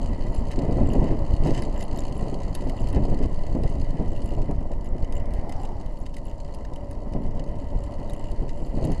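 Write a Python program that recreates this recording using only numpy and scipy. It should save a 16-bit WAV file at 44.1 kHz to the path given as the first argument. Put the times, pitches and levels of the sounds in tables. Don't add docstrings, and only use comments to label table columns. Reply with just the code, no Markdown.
import sys
import numpy as np
from scipy import signal
from scipy.fft import rfft, irfft, next_fast_len
from scipy.io import wavfile
from scipy.ndimage import uniform_filter1d

SR = 44100
rng = np.random.default_rng(int(sys.argv[2]) if len(sys.argv) > 2 else 0)


def wav_out(sig):
    wavfile.write(sys.argv[1], SR, np.round(np.clip(np.atleast_2d(sig).T, -1, 1) * 32767).astype(np.int16))


N = 396897
T = np.arange(N) / SR
CHAIN_HZ = 66.54

# f/Hz, level/dB
WIND_EQ = [(6, -5), (14, 3), (22, 1.5), (32, -4), (45, -8), (70, -13), (90, -12.5), (125, -21.5),
           (200, -29), (400, -43.5), (2000, -110)]
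# t/s, level/dB
HEADWIND_FADER = [(0, -26), (1.3, -26.5), (1.9, -27), (2.6, -29.5), (3.4, -27.5), (5.3, -27.5),
                  (6.3, -33.5), (6.9, -33), (7.3, -30.5), (7.9, -32), (9, -26)]
# centre t/s, length/s, boost/dB
WIND_GUSTS = [(.39, 0.095, 2), (0.816, .12, 7), (1.017, 0.17, 6), (1.397, 0.34, 5.5), (3.113, 0.88, 6.5),
              (3.648, 0.042, 7.5), (3.846, 0.22, 4), (4.116, 0.092, 6), (4.382, 0.046, 15),
              (4.58, 0.064, 3.5), (5.13, 0.72, 2.5), (7.283, 0.28, 5), (7.754, 0.058, 10), (8.408, .12, 4)]
# f/Hz, level/dB
VAN_FAR_EQ = [(300, 12), (620, 10), (900, -9), (1150, -18), (1500, -16), (2000, -4), (2400, -17),
              (3000, -33), (3600, -54), (9000, -51)]
VAN_NEAR_EQ = [(200, -9), (550, -8), (1000, -7), (1500, -21), (2000, -30), (3500, -36), (4800, -28),
               (9000, -44)]
# f/Hz, width/Hz, level/dB
SPROCKET_MODES = [(2953, 290, 1), (3790, 69, -3.5), (4343, 224, 3), (4924, 165, 0), (6430, 640, -6.5),
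                  (7340, 140, -0.5), (8150, 1250, -11), (10150, 480, -16)]
GUIDE_MODES = [(2866, 150, 12.5), (4930, 140, -1), (6900, 270, 0), (7470, 230, 5), (10300, 380, -1.5),
               (11900, 230, -10.5)]
CASE_MODES = [(1775, 180, 2), (2030, 107, 5.5), (2660, 320, 0), (3020, 120, 6.5), (3800, 126, -2),
              (4000, 210, -4), (4860, 630, -2), (6420, 160, 1), (7080, 460, -6), (7950, 680, -6),
              (10100, 340, -6.5), (13100, 680, -34)]
# t/s, level/dB
CHAIN_FADER = [(0, -56.5), (1.15, -60), (1.6, -55), (2.8, -58), (3.1, -59.5), (4.3, -61), (4.65, -71),
               (5.8, -68), (6.6, -63), (7.25, -71.5), (8.1, -61.5), (8.55, -63.5), (9, -54)]
# start t/s, end t/s, level/dB
CHAIN_RUBS = [(0.306, 0.409, -46.5), (0.859, 0.949, -38.5), (1.763, 1.852, -39.5), (1.96, 2.03, -35),
              (2.147, 2.221, -44.5), (2.774, 2.827, -39), (4.104, 4.204, -45.5), (4.229, 4.367, -47),
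              (4.844, 4.898, -47.5), (5.136, 5.198, -41.5), (5.602, 5.658, -44), (5.971, 6.034, -49.5),
              (6.252, 6.325, -46), (7.79, 7.88, -49), (8.12, 8.33, -47), (8.55, 8.75, -50.5)]
# start t/s, end t/s, level/dB, tilt/(dB per octave)
MOUNT_CLATTER = [(0.5, 0.548, -48, -4), (1.005, 1.164, -52.5, -10), (1.432, 1.52, -48.5, -3.5),
                 (1.523, 1.612, -45.5, -3), (1.746, 1.83, -52.5, -8), (2.92, 3, -50, -12),
                 (3.21, 3.263, -52, -5), (8.472, 8.519, -58, -2), (8.87, 9.0, -59, -8)]
# f/Hz, width/Hz, level/dB
SNAP_MODES = [(8100, 1400, -2.5), (9980, 800, 4), (12300, 1100, -9)]
# t/s, level/dB, snap level/dB
PART_KNOCKS = [(0.514, -38, -19), (1.47, -33.5, -21), (1.5054, -36.5, -25), (1.546, -36, -22),
               (1.5772, -34.5, -28), (1.621, -33, -15), (1.8077, -38, -17), (1.825, -36.5, -18),
               (1.986, -37.5, -20), (2.5496, -29, -8), (2.695, -35.5, -20), (2.885, -46, -10),
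               (2.927, -42, -8), (3.6345, -39.5, -20), (3.6975, -45, -7), (4.2572, -41.5, -8),
               (5.1232, -39.5, -14), (5.336, -43, -11), (5.4938, -38.5, -18), (5.5218, -39, -21),
               (5.65, -43, -22), (5.8604, -46, -18), (6.063, -43.5, -22), (6.142, -41, -17),
               (6.1661, -36, -17), (6.5456, -40, -11), (6.6486, -41.5, -29), (6.759, -41, -18),
               (6.9107, -45, -11), (7.1347, -43.5, -19), (7.3944, -41.5, -23), (7.838, -45, -15),
               (8.0965, -41, -14), (8.1334, -40, -11), (8.491, -41, -27), (8.85, -35.5, -8),
               (8.9173, -39, -16)]
# t/s, level/dB
ROAD_BUMPS = [(0.245, -22), (0.579, -16.5), (0.807, -12.5), (0.947, -12.5), (1.015, -12), (1.459, -13),
              (1.626, -29), (2.324, -19.5), (2.962, -11.5), (3.549, -16), (3.635, -22), (4.371, -18.5),
              (4.488, -17), (4.609, -24.5), (4.704, -22), (4.945, -23), (5.03, -29), (7.149, -16.5),
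              (8.417, -21), (8.841, -20)]
# start t/s, end t/s, boost/dB
ROUGH_STRETCHES = [(0.581, 1.147, 7.5), (1.42, 1.668, 6.5), (2.618, 2.692, 6.5), (2.913, 3.252, 7.5),
                   (3.537, 3.77, 1.5), (3.93, 4.033, 8.5), (4.315, 4.51, 4.5), (4.903, 5.077, 2),
                   (7.116, 7.28, 5), (8.62, 8.774, 2.5), (8.773, 8.926, 8)]
# f/Hz, width/Hz, level/dB
FRAME_MODES = [(273.4, 19, 5.5), (573, 22, 12), (708, 24, -4.5), (912.5, 16.4, 4), (1008, 59, -5.5)]
# f/Hz, level/dB
SHAKE_EQ = [(60, -14), (120, 3), (180, 0), (270, 0), (350, -4.5), (480, -9), (660, -10), (800, -18.5),
            (1000, -24), (1200, -36.5), (1500, -45.5), (2600, -43.5), (3600, -74), (8000, -88)]
ROAR_EQ = [(100, -5), (300, -17), (450, -6), (680, 0), (800, -5.5), (1020, -5.5), (1160, -15), (1300, -17),
           (1480, -28.5), (3000, -52), (8000, -84)]
BUZZ_EQ = [(900, -11), (1450, -21), (1700, -6), (1820, -5.5), (1980, 3.5), (2220, -13.5), (2700, -15.5),
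           (3020, -6.5), (3300, -24), (4700, -16.5), (5800, -27), (7400, -31), (10000, -30.5), (12500, -50)]
# t/s, level/dB
ROLLING_FADER = [(0, -1), (1.25, 0), (1.6, -1.5), (2.7, -1), (3.45, -2), (4.3, -2), (4.7, -6), (5.5, -4.5),
                 (6.1, -10), (6.5, -9), (6.9, -7), (7.3, -5), (8.55, -4), (9, -2)]
# t/s, level/dB
ROAR_FADER = [(0, -47), (2.3, -45.5), (3.4, -50), (5.2, -51), (6.15, -55.5), (6.6, -51), (7.5, -52),
              (8.0, -48.5), (8.6, -53.5), (9, -49)]
HUM_FADER = [(0, -44.5), (4.5, -47), (6.2, -47), (7.4, -43), (8.2, -43), (9, -49)]
# f/Hz, level/dB
WHINE_TONES = [(5600, -79), (7400, -81)]
HISS_EQ = [(1000, 0), (9000, 0), (11000, -1), (12500, -10)]


def undb(db):
    return 10 ** (np.asarray(db) / 20)


def unit(x):
    return x / np.sqrt(np.mean(x ** 2))


def add(out, s, sound):
    i = int(np.clip(s * SR, 0, N - 1))
    out[i:i + len(sound)] += sound[:N - i]


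def fader(table):
    return np.interp(T, *np.transpose(table))


def wander(rate):
    hold = max(int(SR / rate), 1)
    steps = np.repeat(rng.standard_normal(N // hold + 2), hold)
    return unit(uniform_filter1d(steps, hold)[:N])


def eq(x, points):
    hz, db = np.transpose(points)
    size = next_fast_len(len(x) + 8192, True)
    freqs = np.maximum(np.fft.rfftfreq(size, 1 / SR), 1)
    gain = undb(np.interp(np.log(freqs), np.log(hz), db))
    return irfft(rfft(x, size) * gain, size)[:len(x)]


def ring(force, modes, scatter_db=0, size=4096):
    hz, width, db = np.transpose(modes)[:, :, None]
    t = np.arange(size) / SR
    gain = width * undb(db + scatter_db * rng.standard_normal(db.shape))
    polarity = np.pi * np.arange(len(hz))[:, None]
    partials = gain * np.exp(-np.pi * width * t) * np.sin(2 * np.pi * hz * t + polarity)
    return signal.fftconvolve(force, partials.sum(axis=0))[:len(force)]


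def grit(rate, spread_db):
    out, hit = np.zeros(N), rng.random(N) < rate / SR
    size, accent = rng.standard_normal(N)[hit], rng.standard_exponential(N)[hit]
    out[hit] = size * undb(spread_db * np.minimum(accent, 4))
    return out


def strike(modes, contact_s, scatter_db, rise_s=0.00035, size=1024):
    t = np.arange(size) / SR
    force = rng.standard_normal(size) * np.exp(-t / contact_s) * (1 - np.exp(-t / rise_s))
    hit = ring(force, modes, scatter_db, size)
    return hit / np.abs(hit).max()


def wind(trim_db=3.5):
    gust_db = sum(db * np.exp(-(2 * (T - s) / length) ** 2) for s, length, db in WIND_GUSTS)
    eddies = eq(grit(rate=250, spread_db=1.74), WIND_EQ)
    running_rms = np.sqrt(uniform_filter1d(eddies ** 2, size=5500))
    return eddies / running_rms * undb(fader(HEADWIND_FADER) + gust_db + trim_db)


def swish(tone, at_s, passing_s, db):
    return unit(eq(rng.standard_normal(N), tone)) * undb(db) / (1 + ((T - at_s) / passing_s) ** 2)


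def van(at_s=5.57, passing_s=0.19, tread_hz=780, climb=0.14):
    offset = (T - at_s) / passing_s
    centre_hz = tread_hz * (1 + climb * np.tanh(offset / 2))
    low_noise = unit(eq(rng.standard_normal(N), [(60, 0), (120, -6), (220, -22), (500, -70)]))
    band = low_noise * np.sin(2 * np.pi * np.cumsum(centre_hz) / SR)
    tread = band * undb(-41) * np.exp(-offset ** 2 / 2)
    far = swish(VAN_FAR_EQ, at_s=5.28, passing_s=0.31, db=-41)
    near = swish(VAN_NEAR_EQ, at_s=5.59, passing_s=0.21, db=-48.5)
    return tread + far + near


def chain_purr(seat_s=0.0043, uneven_db=5.5, trim_db=0.5):
    links = np.cumsum(CHAIN_HZ * (1 + 0.029 * wander(4.4))) / SR
    force = undb(uneven_db * rng.standard_normal(2000))[links.astype(int)]
    seating = np.exp(-(links % 1) / CHAIN_HZ / seat_s)
    mesh = (force * seating + 0.14) * rng.standard_normal(N)
    return unit(ring(mesh, SPROCKET_MODES)) * undb(fader(CHAIN_FADER) + trim_db)


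def chain_rubs(jitter_s=0.0014, uneven_db=2.5):
    out = np.zeros(N)
    for start, end, db in CHAIN_RUBS:
        times = np.arange(start, end, 1 / CHAIN_HZ)
        swell = np.hanning(len(times) + 2)[1:-1] ** 0.18
        for s, sway in zip(times, swell):
            late, force = rng.standard_normal(2)
            tick = strike(GUIDE_MODES, contact_s=0.0015, scatter_db=8.5)
            add(out, s + jitter_s * late, sway * undb(db + uneven_db * force) * tick)
    return out


def jiggle(modes, db, spread_db, count):
    out = np.zeros(N)
    for when, chance in rng.random((count, 2)):
        tap = strike(modes, contact_s=0.0022, scatter_db=2)
        add(out, when * T[-1], tap * undb(db - spread_db * np.log(chance + 0.051)))
    return out


def clatter():
    out, taps = np.zeros(N), grit(rate=1500, spread_db=2)
    lowest_hz = CASE_MODES[0][0]
    for start, end, db, tilt in MOUNT_CLATTER:
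        force = taps[int(start * SR):int(end * SR)]
        modes = [(hz, width, level + tilt * np.log2(hz / lowest_hz)) for hz, width, level in CASE_MODES]
        add(out, start, unit(ring(force, modes)) * signal.windows.tukey(len(force)) * undb(db))
    return out


def knocks(rebound_s=0.0067, rebound_db=-15, snap_trim_db=8.5, trim_db=3):
    out, high_cut = np.zeros(N), signal.butter(4, 8000, fs=SR, output="sos")
    for s, db, snap_db in PART_KNOCKS:
        body = signal.sosfilt(high_cut, strike(CASE_MODES, contact_s=0.0033, scatter_db=3))
        snap = strike(SNAP_MODES, contact_s=0.0024, scatter_db=3.5)
        knock = unit(body) + unit(snap) * undb(snap_db + snap_trim_db)
        knock *= undb(db + trim_db) / np.abs(knock).max()
        add(out, s, knock)
        add(out, s + rebound_s * rng.uniform(0.6, 1.3), knock * undb(rebound_db))
    return out


def bumps(rise_s=0.0013, decay_s=0.029, trim_db=-1, size=6000):
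    out, t = np.zeros(N), np.arange(size) / SR
    envelope = np.exp(-t / decay_s) * (1 - np.exp(-t / rise_s))
    for s, db in ROAD_BUMPS:
        thud = eq(rng.standard_normal(size), SHAKE_EQ) * envelope
        add(out, s, thud / np.abs(thud).max() * undb(db + trim_db))
    return out


def roughness(attack_s=0.0022, release_s=0.023):
    return sum(db * np.clip((T - start) / attack_s, 0, 1) * np.exp(-np.maximum(T - end, 0) / release_s)
               for start, end, db in ROUGH_STRETCHES)


def rolling_bicycle():
    rolling_db, rough_db = fader(ROLLING_FADER), roughness()
    patches = wander(60)
    shake_db = -34 + 1.02 * rolling_db + rough_db + 1.94 * patches
    shake = unit(eq(grit(rate=3500, spread_db=1.77), SHAKE_EQ)) * undb(shake_db)
    roar_db = 3.5 + fader(ROAR_FADER) + 0.17 * rough_db + 0.93 * patches
    roar = unit(eq(grit(rate=5000, spread_db=2.1), ROAR_EQ)) * undb(roar_db)
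    hum = unit(ring(rng.standard_normal(N), FRAME_MODES)) * undb(fader(HUM_FADER))
    buzz_db = -56 + 1.09 * rolling_db + 0.13 * rough_db
    buzz = unit(eq(grit(rate=7000, spread_db=2.7), BUZZ_EQ)) * undb(buzz_db + 1.8 * wander(34))
    return shake + roar + hum + buzz


def scene():
    rumble = rolling_bicycle() + wind() + bumps()
    chain = chain_purr() + chain_rubs()
    case_taps = jiggle(CASE_MODES, db=-51.5, spread_db=3.5, count=160)
    guide_taps = jiggle(GUIDE_MODES, db=-53.5, spread_db=-1, count=100)
    return (rumble + chain + case_taps + guide_taps + knocks() + clatter() + van())[None]


def record(dry, hiss_db=-73, top_hz=12400):
    whine = sum(undb(db) * np.sin(2 * np.pi * hz * T) for hz, db in WHINE_TONES)
    hiss = undb(hiss_db) * eq(rng.standard_normal(N), HISS_EQ)
    high_cut = signal.ellip(8, 0.2, 80, top_hz, fs=SR, output="sos")
    return signal.sosfilt(high_cut, dry + whine + hiss)


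dry = scene()
out = record(dry)
wav_out(out)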